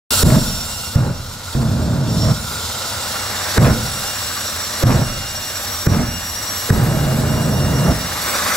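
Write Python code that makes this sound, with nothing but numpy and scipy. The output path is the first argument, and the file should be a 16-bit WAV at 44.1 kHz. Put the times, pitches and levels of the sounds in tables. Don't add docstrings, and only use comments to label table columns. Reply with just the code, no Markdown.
import sys
import numpy as np
from scipy import signal
from scipy.fft import rfft, irfft, next_fast_len
from scipy.io import wavfile
from scipy.ndimage import uniform_filter1d, minimum_filter1d

SR = 44100
rng = np.random.default_rng(int(sys.argv[2]) if len(sys.argv) > 2 else 0)


def dump_mix(stems):
    frames = np.atleast_2d(stems).T
    limited = np.clip(frames, -1, 1)
    pcm = np.round(limited * 32767).astype(np.int16)
    wavfile.write(sys.argv[1], SR, pcm)


N = 377496
TIME = np.arange(N) / SR
HZ = np.fft.rfftfreq(N, 1 / SR)


def amp(db):
    return 10 ** (np.asarray(db) / 20)


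def read(points, hz):
    f, value = np.transpose(points)
    return np.interp(np.log(hz + 1), np.log(f + 1), value)


def curves(rows):
    time_s, *columns = np.transpose(rows)
    return [np.interp(TIME, time_s, column) for column in columns]


def between(first_s, last_s):
    return slice(max(round(first_s * SR), 0), round(last_s * SR))


def wander(rate_hz):
    count = next_fast_len(N // 32 + 2)
    hz = np.fft.rfftfreq(count, 32 / SR)
    slow = irfft(rfft(rng.standard_normal(count)) / np.sqrt(1 + (hz / rate_hz) ** 4), count)
    drift = np.interp(np.arange(N) / 32, np.arange(count), slow)
    return drift / np.sqrt(np.mean(drift ** 2))


def split(spectrum, hz):
    low = 1 / (1 + (HZ / hz) ** 8)
    return irfft(spectrum * low, N), irfft(spectrum * (1 - low), N)


# freq_hz, coherence
MIC_COHERENCE = [(30, .99), (170, .99), (350, .93), (700, .91), (1400, .8), (2800, .66), (6000, .6),
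                 (14000, .52)]
# freq_hz, phase_rad
MIC_PHASE = [(30, .1), (150, .2), (400, .5), (1100, .85), (2100, .3), (3500, 1.1), (6000, .3), (8000, 1.1),
             (14000, 1.2)]

def mic_noise(shape, band_hz):
    left, apart = (rng.standard_normal(len(HZ)) + 1j * rng.standard_normal(len(HZ)) for _ in range(2))
    alike = np.clip(read(MIC_COHERENCE, HZ), 0, 1)
    right = (alike * left + np.sqrt(1 - alike ** 2) * apart) * np.exp(-1j * read(MIC_PHASE, HZ))
    pair = np.array([left, right]) * amp(read(shape, HZ))
    in_band = (HZ > band_hz[0]) & (HZ < band_hz[1])
    return pair / np.std(irfft(pair.mean(0) * in_band, N))


# time_s, level_db, roar_relative_db, fizz_relative_db
EXHAUST_LEVELS = [(.2, -31, -1.5, -1.5), (.9, -36, 0.5, -2), (1.15, -37.5, -1.5, -6), (1.5, -38, 0, -5),
                  (2.02, -41, 2.5, -7), (2.18, -34.5, -1.5, -6), (2.38, -36, 2.5, -4),
                  (2.5, -34.5, 3, -2.5), (2.65, -30.5, 0, -6), (3.45, -31.5, 3.5, -4), (3.85, -31.5, 1, -2),
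                  (4.4, -31.5, 1.5, -3), (5.2, -35, 1.5, -4), (5.75, -32, 1.5, -3), (6.25, -34, 1, -1.5),
                  (6.55, -32.5, 2.5, -2), (7.5, -33.5, 0, -0.8), (8.1, -31, 2, -3), (8.5, -27.5, 7.5, -0.5)]
# freq_hz, density_db
HISS_SPECTRUM = [(1530, -41), (2600, -9), (2740, -11.5), (2960, -8), (3690, 0.5), (5350, -3), (5480, -5.5),
                 (5820, -4), (5950, -6), (6930, -5), (7540, -5), (8910, -13), (11000, -12.5),
                 (12000, -13.5), (16000, -18.5)]
IDLE_ROAR_SPECTRUM = [(120, -33), (220, -4.5), (300, -15.5), (420, -6.5), (520, -2.5), (640, -4),
                      (720, -5.5), (1000, -4), (1150, -7.5), (1420, 3.5), (1650, -12.5), (2100, -11.5),
                      (2900, -20), (3900, -56)]
FULL_ROAR_SPECTRUM = [(120, -15), (200, -4.5), (265, -7), (408, -6.5), (479, -3), (621, 1.5), (696, -6.5),
                      (779, 0.5), (892, -4.5), (1210, 0.5), (1590, -0.5), (2470, -8.5), (2900, -17.5),
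                      (3000, -27.5), (3900, -49), (6600, -120)]
RUMBLE_SPECTRUM = [(15, -24), (40, -15), (65, -1), (88, 7.5), (115, -1.5), (160, -10.5), (230, -6.5),
                   (330, -20.5), (700, -69)]

def exhaust(speed, swell_db, dip_db, gust_db=0.9, churn_db=1.2):
    level_db, roar_db, fizz_db = curves(EXHAUST_LEVELS)
    hiss, fizz = split(mic_noise(HISS_SPECTRUM, (3200, 5300)), 8700)
    idle = irfft(mic_noise(IDLE_ROAR_SPECTRUM, (1100, 2400)), N)
    deep, bright = split(mic_noise(FULL_ROAR_SPECTRUM, (1100, 2400)), 1150)
    rumble = irfft(mic_noise(RUMBLE_SPECTRUM, (20, 300)), N)
    off_idle = np.clip((speed - 232.4) / 1.8, 0, 1)
    spool_up = np.clip((speed - 236) / 8, 0, 1)
    full = bright + deep * amp(-4 * spool_up)
    roar = np.sqrt(1 - off_idle) * idle + np.sqrt(off_idle) * full
    fizz = fizz / np.std(fizz.mean(0)) * amp(fizz_db - 0.7)
    fine = (hiss + fizz) * amp(gust_db * wander(34) - dip_db)
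    coarse = roar * amp(roar_db - 2 + churn_db * wander(26))
    stream = amp(level_db + swell_db) * track_bounce(fine + coarse)
    return stream + amp(-34.5 - 1.5 * off_idle) * rumble


def track_bounce(jet, delay_s=0.001126, drift_s=0.00021, strength=0.15):
    lag = (delay_s + drift_s * wander(1.2)) * SR
    echo = np.array([np.interp(np.arange(N) - lag, np.arange(N), side) for side in jet])
    return (jet + strength * echo) / np.hypot(1, strength)


def blade_tone(turns, order, fading, scatter, fade_hz, scatter_hz=60):
    count = N // 64 + 2
    hz = abs(np.fft.fftfreq(count, 64 / SR))
    core = fading / np.sqrt(fade_hz * (1 + (hz / fade_hz) ** 4))
    skirt = scatter / np.sqrt(scatter_hz * (1 + (hz / scatter_hz) ** 4))
    paths = np.fft.ifft((core + skirt) * np.exp(2j * np.pi * rng.random((2, count))))
    paths *= np.hypot(fading, scatter) / np.std(paths)
    paths += np.exp(1j * np.array([[.5], [-.5]]))
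    waver = np.array([np.interp(np.arange(N) / 64, np.arange(count), path) for path in paths])
    tone = (waver * np.exp(2j * np.pi * (order * turns + rng.random()))).real
    return tone / np.std(tone.mean(0))


# time_s, level_db
HIGH_WHISTLE = [(.25, -40), (.43, -31.5), (.93, -40.5), (1.05, -44), (1.98, -49), (2.22, -33.5),
                (2.5, -44.5), (3.3, -37), (4.1, -34), (4.8, -35.5), (5.25, -36), (5.75, -32), (6.15, -33),
                (6.52, -28), (6.8, -43), (7.5, -35), (8.25, -34), (8.5, -33.5)]
OCTAVE_BELOW = [(.3, -40), (.5, -46), (.86, -38), (1.02, -52), (2, -51.5), (2.65, -47), (3.28, -37.5),
                (3.55, -46), (4.1, -37.5), (4.65, -44.5), (5.35, -37.5), (5.85, -48.5), (6.15, -39),
                (6.8, -43.5), (7.5, -36.5), (8.5, -40.5)]
STRONG_ORDERS = [31, 33, 48]
# level_db, dip_multiple, rise_db_per_shaft_hz
STRONG_LEVELS = [(-40, 2.5, 0), (-39.5, 1.4, 0), (-41.5, 1.3, 1.8)]
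FAINT_ORDERS = [34, 36, 43, 46, 55, 57, 60, 66, 67]
# level_db, rise_db_per_shaft_hz
FAINT_LEVELS = [(-51, 0.78), (-44, -0.26), (-54.5, -1.9), (-46, 0), (-47.5, 2), (-60, 0), (-48, -.8),
                (-46, 2), (-51, 0)]

def turbine(speed, swell_db, dip_db, usual_shaft_hz=234.5):
    turns = np.cumsum(speed * (1 + .00015 * wander(12))) / SR
    extra_hz = np.minimum(speed - usual_shaft_hz, 2)
    high_db = curves(HIGH_WHISTLE)[0] + .5 + .5 * swell_db - .69 * dip_db
    low_db = curves(OCTAVE_BELOW)[0] - 1.6
    whine = amp(high_db) * blade_tone(turns, order=24, fading=.85, scatter=.38, fade_hz=13)
    whine += amp(low_db) * blade_tone(turns, order=12, fading=.5, scatter=.17, fade_hz=9)
    stream_db, _, fizz_db = curves(EXHAUST_LEVELS)
    top_db = stream_db + fizz_db - np.median(stream_db + fizz_db)
    top_db -= 6 * np.clip((speed - 237) / 4, 0, 1)
    for order, (level_db, dip_multiple, rise) in zip(STRONG_ORDERS, STRONG_LEVELS):
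        tone = blade_tone(turns, order, fading=1.0, scatter=0.019 * order, fade_hz=7)
        whine += amp(level_db + top_db - dip_multiple * dip_db + rise * extra_hz) * tone
    for order, (level_db, rise) in zip(FAINT_ORDERS, FAINT_LEVELS):
        tone = blade_tone(turns, order, fading=1.7, scatter=1.05, fade_hz=11)
        whine += amp(level_db + top_db - dip_db + rise * extra_hz) * tone
    return whine


# freq_hz, density_db
CRACK_SPECTRUM = [(100, -25), (250, 0), (500, 4), (800, -12), (1500, -8), (2500, -21.5), (6000, -60)]
FIREBALL_SPECTRUM = [(10, -22), (30, 16.5), (60, -48), (85, 19), (125, 22), (200, -25), (600, -61)]
# start_s, fuel_off_s, shaft_drag_hz, flame_db, rasp_db,
# flare_db, hiss_swell_db, hiss_dip_db, tear_db, bang_db, bang_pitch_hz, fireball_db, crack_db
BURN_EVENTS = [(0.235, 0.388, 7.4, -11.5, -26, 2, -1.7, -0.5, -25, 8.5, 99, -14, -19.5),
               (0.958, 1.107, 10, -17.5, -30.5, -2, .3, 4.5, -47, 2, 109, -19, -22),
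               (1.551, 2.319, 9, -17, -32, 8, 3.5, -0.5, -44, -12, 100, -28, -28),
               (3.582, 3.727, 14, -10.5, -23, -3, 5.5, 2, -19, 10, 105.8, -18, -3.5),
               (4.837, 5.021, 11, -13.5, -24, -3, 4, 1, -24, 8, 93.2, -13, -9.5),
               (5.871, 6.026, 9.6, -16, -30, 1, -2.5, 4.5, -28, 9, 121, -20, -13),
               (6.705, 7.919, 4.04, -17, -27.5, 7.5, 1.2, 3.5, -51, 8, 131.2, -17.5, -10.5)]

def ignitions(swell_s=0.0031, fireball_s=0.16, catch_s=0.0068, crack_s=0.0097):
    rolling = irfft(mic_noise(FIREBALL_SPECTRUM, (10, 200)), N)
    crack = irfft(mic_noise(CRACK_SPECTRUM, (200, 3000)), N)
    bangs, fireballs = np.zeros(N), np.zeros((2, N))
    for start_s, *_, bang_db, pitch_hz, fireball_db, crack_db in BURN_EVENTS:
        span = between(start_s - .1, start_s + .5)
        t = np.maximum(TIME[span] - start_s, 0)
        rise = t / swell_s
        bangs[span] += amp(bang_db) * rise ** 2 * np.exp(2 - 2 * rise) * np.sin(2 * np.pi * pitch_hz * t)
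        billow = (1 - np.exp(-rise)) * np.exp(-(t / fireball_s) ** 2)
        fireballs[:, span] += amp(fireball_db) * billow * rolling[:, span]
        ahead_s = np.maximum(start_s - TIME[span], 0)
        fireballs[:, span] += amp(crack_db) * np.exp(-ahead_s / catch_s - t / crack_s) * crack[:, span]
    return bangs, fireballs


# freq_hz, density_db
FLAME_SPECTRUM = [(20, -33), (35, -22), (55, -8), (85, -5.5), (130, 1.5), (165, -3.5), (195, -9),
                  (228, -5.5), (280, -13.5), (350, -16), (440, -16), (540, -14), (630, -16), (760, -19.5),
                  (1000, -21), (1450, -23.5), (2600, -42.5), (6000, -92)]
TAILPIPE_SPECTRUM = [(300, -45), (540, -14), (635, 5), (730, -23), (1200, -53)]

def flame(light_s=0.0043, die_s=0.019, surge_s=0.05, flare_s=0.047, ring_build_s=0.14):
    body, rasp = split(mic_noise(FLAME_SPECTRUM, (40, 350)), 320)
    power = uniform_filter1d(body.mean(0) ** 2, size=1800)
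    body = body / (power + .02) ** .4
    rasp = rasp * np.exp(.18 * np.tanh(body.mean(0)) + .082 * wander(210))
    body, rasp = body / np.std(body.mean(0)), rasp / np.std(rasp.mean(0))
    pipe = irfft(mic_noise(TAILPIPE_SPECTRUM, (400, 900)), N)
    plume = np.zeros((2, N))
    for start_s, off_s, _, flame_db, rasp_db, flare_db, *_ in BURN_EVENTS:
        span = between(start_s, off_s + .5)
        t, remaining_s = TIME[span] - start_s, off_s - TIME[span]
        lit = np.clip(t / light_s, 0, 1) * np.exp(np.minimum(remaining_s, 0) / die_s)
        surge_db = 4 * np.exp(-t / surge_s)
        breakup_db = 2.5 * np.exp(-((t - .077) / .046) ** 2)
        ending_db = flare_db * np.exp(-abs(remaining_s - .024) / flare_s)
        ring = amp(-5) * (1 - np.exp(-t / ring_build_s)) * pipe[:, span]
        plume[:, span] += lit * amp(flame_db + surge_db + ending_db) * body[:, span]
        plume[:, span] += lit * amp(rasp_db + breakup_db + .99 * ending_db) * (rasp[:, span] + ring)
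    return amp(-.5) * plume


def hiss_swell_and_dip(swell_s=0.099, dip_s=0.004, recover_s=0.25):
    swell, dip = np.zeros(N), np.zeros(N)
    for start_s, off_s, _, _, _, _, swell_db, dip_db, *_ in BURN_EVENTS:
        span = between(start_s - .5, off_s + 1)
        t = TIME[span]
        unlit = np.exp(-np.maximum(t - start_s, 0) / dip_s)
        swell[span] += swell_db * unlit * np.exp(-np.maximum(start_s - t, 0) / swell_s)
        dip[span] += dip_db * (1 - unlit) * np.exp(-np.maximum(t - off_s, 0) / recover_s)
    return swell, dip


# time_s, shaft_hz
THROTTLE_SPEED = [(.1, 232.23), (2.4, 234.78), (3.2, 235.79), (6.6, 237.57), (8.18, 237.92), (8.33, 239.68),
                  (8.56, 248.46)]

def shaft_speed(inertia_s=.8, lag_s=.02):
    speed, t = curves(THROTTLE_SPEED)[0], TIME - lag_s
    for start_s, off_s, drag_hz, *_ in BURN_EVENTS:
        sag = 1 - np.exp(-np.clip(t - start_s, 0, off_s - start_s) / inertia_s)
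        speed -= drag_hz * sag * np.exp(-np.maximum(t - off_s, 0) / inertia_s)
    return speed


# freq_hz, t60_s
STANDS_DECAY = [(40, 1.35), (120, 0.76), (400, 0.72), (1500, 0.55), (8000, 0.33)]

def stands_echo(sound, gap_s=0.027):
    onset = np.clip(np.arange(SR) / SR / gap_s - 1, 0, 1)
    taps = rng.standard_normal((2, SR)) * (rng.random((2, SR)) < 1 / 20) * onset
    hz, time_s, spectra = signal.stft(taps, SR, nperseg=512)
    width = np.array([np.ones(len(hz)), np.sqrt(1 - read(MIC_COHERENCE, hz))])[:, :, None]
    decay = amp(-60 * time_s / read(STANDS_DECAY, hz)[:, None])
    mid, side = signal.istft(spectra * width * decay, SR, nperseg=512)[1]
    tail = np.array([mid + side, mid - side]) / np.linalg.norm(mid)
    return signal.fftconvolve(sound.mean(0)[None], tail, axes=1)[:, :N]


# freq_hz, density_db
TEAR_SPECTRUM = [(250, -19), (500, 1), (850, -4), (1500, -6.5), (2500, -10), (6000, -40)]

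def tearing(delay_s=0.0625, rise_s=0.0022, fade_s=0.041, ragged_db=3):
    crackle = irfft(mic_noise(TEAR_SPECTRUM, (300, 3000)), N) * amp(ragged_db * wander(140))
    level = np.zeros(N)
    for start_s, *_, tear_db, _, _, _, _ in BURN_EVENTS:
        span = between(start_s, start_s + .5)
        t = np.maximum(TIME[span] - start_s - delay_s, 0)
        level[span] += amp(tear_db) * np.minimum(t / rise_s, 1) * np.exp(-t / fade_s)
    return level * crackle


def scene():
    speed = shaft_speed()
    swell_db, dip_db = hiss_swell_and_dip()
    bangs, fireballs = ignitions()
    fire = flame() + tearing() + fireballs
    engine = exhaust(speed, swell_db, dip_db) + turbine(speed, swell_db, dip_db)
    return engine + fire + bangs + amp(-17) * stands_echo(fire + amp(-6) * bangs)


# freq_hz, left_minus_right_db
MIC_BALANCE = [(60, -2.5), (120, -0.8), (240, -2.1), (480, -0.3), (950, 0.3), (1890, 0.68), (3770, -0.6),
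               (7520, -2.0), (15000, 0.5)]

def record(dry, start_s=.105, boost_db=9.0, release_db_per_s=400, cutoff_hz=15780):
    balance = amp(np.array([[.5], [-.5]]) * read(MIC_BALANCE, HZ))
    mic = irfft(rfft(dry) * balance, N)
    mic *= np.clip((TIME - start_s) * SR / 100, 0, 1)
    peak_db = 20 * np.log10(-minimum_filter1d(-abs(mic).max(0), size=160) + 1e-6)
    gain_db = np.interp(np.maximum.accumulate(peak_db), [-9, -5], [boost_db, 0])
    release_db = TIME * release_db_per_s
    over_db = np.maximum(np.maximum.accumulate(peak_db + gain_db + release_db) - release_db, 0)
    limited = mic * amp(uniform_filter1d(gain_db - over_db, size=120))
    lowpass = signal.firwin(1023, cutoff_hz, window=("kaiser", 9), fs=SR)
    return signal.oaconvolve(limited, lowpass[None], "same")


dry = scene()
out = record(dry)
dump_mix(out)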